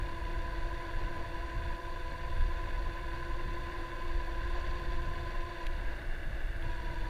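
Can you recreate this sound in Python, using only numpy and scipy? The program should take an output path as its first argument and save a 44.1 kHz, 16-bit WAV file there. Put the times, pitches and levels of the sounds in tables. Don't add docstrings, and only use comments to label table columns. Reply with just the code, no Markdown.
import sys
import numpy as np
from scipy import signal
from scipy.fft import rfft, irfft, next_fast_len
from scipy.io import wavfile
from scipy.ndimage import map_coordinates

SR = 44100
rng = np.random.default_rng(int(sys.argv[2]) if len(sys.argv) > 2 else 0)


def to_wav(sig):
    pcm = np.clip(np.atleast_2d(sig), -1, 1) * 32767
    pcm = np.round(pcm).astype(np.int16)
    wavfile.write(sys.argv[1], SR, pcm.T)


N = 312667

# (time [s], speed [turns/s])
ROTOR_SPEED = [(0, 27.78), (2.9, 28.02), (3.75, 28.27), (5.5, 28.28), (5.7, 27.85), (6, 27.55),
               (6.55, 27.45), (6.93, 27.02), (7.09, 27.25)]
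# (order [cycles/rotor turn], amplitude [turns/s])
GEAR_RIPPLE = [(.1, .07), (.2, .07), (.3, .04)]
# (time [s], level [dB])
RASP_LEVEL = [(0, -62.5), (3.4, -62.5), (4.3, -62), (4.65, -59), (5, -60), (5.6, -61.5), (5.9, -62),
              (6.65, -62), (7.09, -61)]
# (order before rounding [cycles/turn], level [dB], flutter [0-1])
MOTOR_TONES = [(10, -93, 0), (18, -59, 0.25), (19, -70.5, 0), (20, -67, 0), (90.2, -68.5, 1),
               (126.6, -70.5, 0.78), (160.3, -74.5, 0.94), (208.7, -83, 1), (247, -87, 0.9)]
TOOTH_SWELLS = [(0, 1.25), (.26, .9), (.52, 1.45), (.72, .85)]
# (frequency [Hz], relative level [dB])
SHELL_SPECTRUM = [(1500, -60), (2380, -8), (2520, 4), (2610, -12), (3100, -4), (3500, 1.5), (3900, -9),
                  (4060, 1), (4300, -6), (4500, 0), (4700, -1), (4980, -25.5), (5750, -10.5), (6300, -20.5),
                  (7000, -15.5), (8000, -27), (12000, -56)]
# (order [cycles/wheel turn], relative level [dB], width [cycles/turn], coasting fade [dB/s])
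TREAD_TONES = [(99.6, 0, 0.013, -6.5), (103.2, -3.5, 4.1, -4), (200.2, -5.5, 0.09, -1)]
# (frequency [Hz], width [Hz], relative level [dB])
TYRE_MODES = [(1507, 67, -2), (1654, 168, 0.5), (2022, 110, -6.5), (2207, 110, -9), (2732, 130, -9.5),
              (2914, 110, -14.5), (3480, 130, -15), (3690, 140, -17)]
# (frequency [Hz], relative level [dB])
ROAD_SPECTRUM = [(120, -8), (230, -9), (290, -3.5), (420, -8.5), (560, -3), (680, -4), (800, -9),
                 (1100, -10), (1320, -16), (1900, -10), (3000, -25.5), (4600, -22.5), (5100, -32.5),
                 (9000, -55.5)]
# (centre time [s], duration [s], change of roar [dB])
ASPHALT_PATCHES = [(0.033, 1, -0.6), (0.993, 0.88, 0.5), (2, 1, -2), (2.617, 0.38, 0.5), (3.78, 0.84, 1),
                   (4.596, .5, 1.8), (5.9, .5, 1)]
# (frequency [Hz], relative level [dB])
BUFFET_SPECTRUM = [(10, -3.5), (20, 7.5), (30, 4.5), (50, -2), (70, -8), (120, -43), (250, -62),
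                   (600, -120)]
# (frequency [Hz], relative level [dB])
FLUTTER_SPECTRUM = [(35, -16), (70, 1.5), (100, -1.5), (140, -6.5), (200, -16.5), (400, -35.5), (1500, -53),
                    (4000, -120)]
# (peak time [s], duration [s], change of buffet [dB], change of flutter [dB])
WIND_GUSTS = [(.25, 1, 1.5, 4), (1.13, 0.71, 3.5, 5), (1.573, .26, 7, 5.5), (2.404, 0.23, 10, 5.5),
              (3.488, 0.77, 2.5, 3), (4.153, 0.29, 9, -2), (4.627, 0.41, 6, -2), (5.051, 1, 3, 6),
              (5.683, .14, 7.5, 3), (6.904, 1, 2.5, 4.5)]
# (centre time [s], duration [s], change of level [dB])
WIND_LULLS = [(1.795, 0.14, -9), (3.897, 0.19, -4), (5.616, 0.075, -12), (6.178, 0.17, -4),
              (6.53, 0.066, -7)]
# (time [s], ring gain [dB], scuff level [dB])
TICK_EVENTS = [(2.41, -38, -58), (4.081, -39, -54), (5.668, -28.5, -42), (6.625, -34.5, -56)]
# (frequency [Hz], relative level [dB], time to decay by 60 dB [s])
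PART_MODES = [(2150, -6.5, 0.024), (2640, -10, .015), (3380, -3.5, 0.012), (3900, -11, .012)]
# (frequency [Hz], relative level [dB])
SCUFF_SPECTRUM = [(800, -24), (2100, -1), (3400, 0), (5000, -13), (6300, -11), (8000, -18), (10000, -14),
                  (11500, -22), (13300, -15), (16000, -32)]
# (frequency [Hz], relative level [dB])
HISS_SPECTRUM = [(1000, -21), (6000, 8), (8000, 4.5), (9300, 4.5), (9900, 1), (11500, 1), (13300, 3.5),
                 (13900, -1), (14800, -1), (16000, -12)]
# (frequency [Hz], width [Hz], level [dB])
SIZZLE_BANDS = [(9475, 160, -78.5), (14230, 260, -83)]

EASE_S, SHUT_S, OPEN_S, RESPONSE_S = 5.64, 5.97, 6.6, .04


def motor(rotor, load_db, whine_db=-49.0, chatter_db=-59, grit_db=2.0):
    gear = rotor / 5
    tooth_cycle = gear / 2
    mesh_phase = 2 * np.pi * 36 * rotor
    swells = sum(size * np.exp(9 * (np.cos(2 * np.pi * (gear - at)) - 1)) for at, size in TOOTH_SWELLS)
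    depth = np.clip(.7 * amp(load_db), 0, .72)
    throb = .8 * (1 - depth + depth * swells / swells.mean())
    errors = .17 * pattern(tooth_cycle, 14) + .11 * pattern(tooth_cycle, 36)
    lag = .3 * unit(pattern(gear, 5).real) + .22 * unit(pattern(tooth_cycle, 12).real)
    whine = amp(whine_db) * tone(throb + errors, mesh_phase + lag)
    tones = 0
    for order, db, flutter in MOTOR_TONES:
        strength = 1 - flutter / 2 + flutter * pattern(tooth_cycle, 10)
        phase = 2 * np.pi * round(order) * rotor + 0.69 * wobble(12)
        tones += amp(db) * tone(strength, phase)
    chatter = amp(chatter_db) * tone(pattern(gear / 8, 85), 2 * np.pi * 34.5 * rotor)
    sliding = 0.14 * np.cos(2 * np.pi * rotor) + 1.24 * unit(pattern(tooth_cycle, 43).real)
    grit = amp(grit_db * sliding + 0.45 * wobble(10))
    rasp = amp(curve(RASP_LEVEL)) * unit(grit * noise(shape(SHELL_SPECTRUM)))
    return amp(load_db) * (whine + tones) + amp(load_db / 3) * chatter + amp(load_db / 2) * rasp


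def rotor_speed(surge_s=4.44, surge_half_s=.13):
    u = (np.arange(N) / SR - surge_s) / surge_half_s
    surge = .42 * u * np.exp((1 - u * u) / 2)
    trend = curve(ROTOR_SPEED) + surge + .04 * wobble(7)
    turns = np.cumsum(trend) / SR
    ripple = sum(size * np.sin(2 * np.pi * (order * turns + rng.random())) for order, size in GEAR_RIPPLE)
    return trend + ripple


def motor_load(cruise_db=0.5, ease_step_db=-3, ease_db_per_s=-19, shut_db=-50, resume_db=-1.5):
    t = np.arange(N) / SR
    after = lambda s: np.clip((t - s) / RESPONSE_S, 0, 1)
    load_db = cruise_db + after(EASE_S) * (ease_step_db + ease_db_per_s * (t - EASE_S))
    load_db += after(SHUT_S) * (shut_db - load_db)
    return load_db + after(OPEN_S) * (resume_db - load_db)


def tread_hum(wheel, hum_db=-53.5, sway_turns=0.00082):
    coast_s = curve([(EASE_S, 0), (OPEN_S - RESPONSE_S, OPEN_S - EASE_S), (OPEN_S + RESPONSE_S, 0)])
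    tread = wheel + sway_turns * unit(pattern(wheel / 2, 6.8).real)
    hum = 0
    for order, db, width, fade in TREAD_TONES:
        smear = pattern(wheel / 32, width * 32, size=4096)
        steadied = smear / (np.abs(smear) + 0.49)
        hum += amp(db + fade * coast_s) * tone(steadied, 2 * np.pi * order * tread)
    return amp(hum_db) * hum


def tyre_roar(roar_db=-50, road_db=-1, grain_db=1.8):
    grain = amp(grain_db * wobble(350) + 0.16 * wobble(27))
    ring = noise(lambda hz: np.sqrt(sum((amp(db) * bell(hz - f, w)) ** 2 for f, w, db in TYRE_MODES)))
    road = amp(1.16 * wobble(25)) * noise(shape(ROAD_SPECTRUM))
    patch_db = sum(db * swell(s, length) for s, length, db in ASPHALT_PATCHES)
    return amp(roar_db + patch_db) * (unit(grain * ring) + amp(road_db) * unit(road))


def wind(buffet_db, flutter_db, lumpy_db=2.5, flicker_db=2.45):
    eddies = signal.hilbert(noise(shape(BUFFET_SPECTRUM)))
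    evened = eddies.real / np.sqrt(np.abs(eddies) + 0.99)
    buffet = unit(amp(lumpy_db * wobble(10)) * evened)
    flutter = unit(amp(flicker_db * wobble(18)) * noise(shape(FLUTTER_SPECTRUM)))
    return amp(buffet_db) * buffet + amp(flutter_db) * flutter


def airflow(buffet_db=-36, flutter_db=-48.5):
    lull_db = sum(db * swell(s, length) for s, length, db in WIND_LULLS)
    buffet_db += sum(db * swell(s, length) for s, length, db, _ in WIND_GUSTS)
    flutter_db += sum(db * swell(s, length) for s, length, _, db in WIND_GUSTS)
    return buffet_db + lull_db, flutter_db + lull_db


def ticks(rise_s=0.00083):
    t = np.arange(SR // 10) / SR
    ring, scuff = np.zeros(N), np.zeros(N)
    for s, ring_db, scuff_db in TICK_EVENTS:
        start = round((s - rise_s) * SR)
        modes = sum(amp(db - 60 * t / t60) * np.sin(2 * np.pi * (hz * t + rng.random()))
                    for hz, db, t60 in PART_MODES)
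        ring[start:start + len(t)] += amp(ring_db) * modes * (1 - np.exp(-t / rise_s))
        scuff[start:start + len(t)] += amp(scuff_db) * t / rise_s * np.exp(1 - t / rise_s)
    return ring + scuff * noise(shape(SCUFF_SPECTRUM))


def electronics(hiss_db=-71.0, pulse_hz=60):
    pulse = 1 + .4 * np.cos(2 * np.pi * pulse_hz * np.arange(N) / SR)
    sizzle = sum(amp(db) * unit(pulse * noise(lambda hz: bell(hz - f, w))) for f, w, db in SIZZLE_BANDS)
    return sizzle + amp(hiss_db) * noise(shape(HISS_SPECTRUM))


def amp(db):
    return 10 ** (np.asarray(db) / 20)


def unit(x):
    return x / np.sqrt(np.mean(np.abs(x) ** 2) + 1e-20)


def tone(envelope, phase):
    return unit(np.real(envelope * np.exp(1j * phase)))


def curve(rows):
    return np.interp(np.arange(N) / SR, *np.transpose(rows))


def swell(middle_s, length_s):
    return np.cos(np.pi * np.clip((np.arange(N) / SR - middle_s) / length_s, -.5, .5)) ** 2


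def wobble(rate):
    return map_coordinates(rng.standard_normal(int(N * rate / SR) + 4), [np.arange(N) * rate / SR])


def pattern(turns, width, size=2048):
    orders = np.fft.fftfreq(size, 1 / size)
    lap = np.fft.ifft(np.exp(2j * np.pi * rng.random(size)) * bell(orders, width) * (orders != 0))
    return unit(np.interp(turns, np.arange(size) / size, lap, period=1))


def filtered(x, response):
    size = next_fast_len(N + SR // 2)
    return irfft(rfft(x, size) * response(np.fft.rfftfreq(size, 1 / SR)), size)[:N]


def shape(points):
    f, db = np.transpose(points)
    return lambda hz: amp(np.interp(np.log(hz + 1), np.log(f + 1), db))


def bell(offset, width):
    return 1 / (1 + (offset / width * 1.3) ** 2)


def noise(response):
    return unit(filtered(rng.standard_normal(N), response))


def scene():
    rotor = np.cumsum(rotor_speed()) / SR
    wheel = rotor * .1214
    bike = motor(rotor, motor_load()) + tread_hum(wheel) + tyre_roar() + ticks()
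    return (bike + wind(*airflow()) + electronics())[None]


def record(dry, notch_hz=2125, notch_db=-11, top_hz=15300):
    return filtered(dry[0], lambda hz: amp(notch_db * bell(hz - notch_hz, 23)) * (hz < top_hz))[None]


dry = scene()
out = record(dry)
to_wav(out)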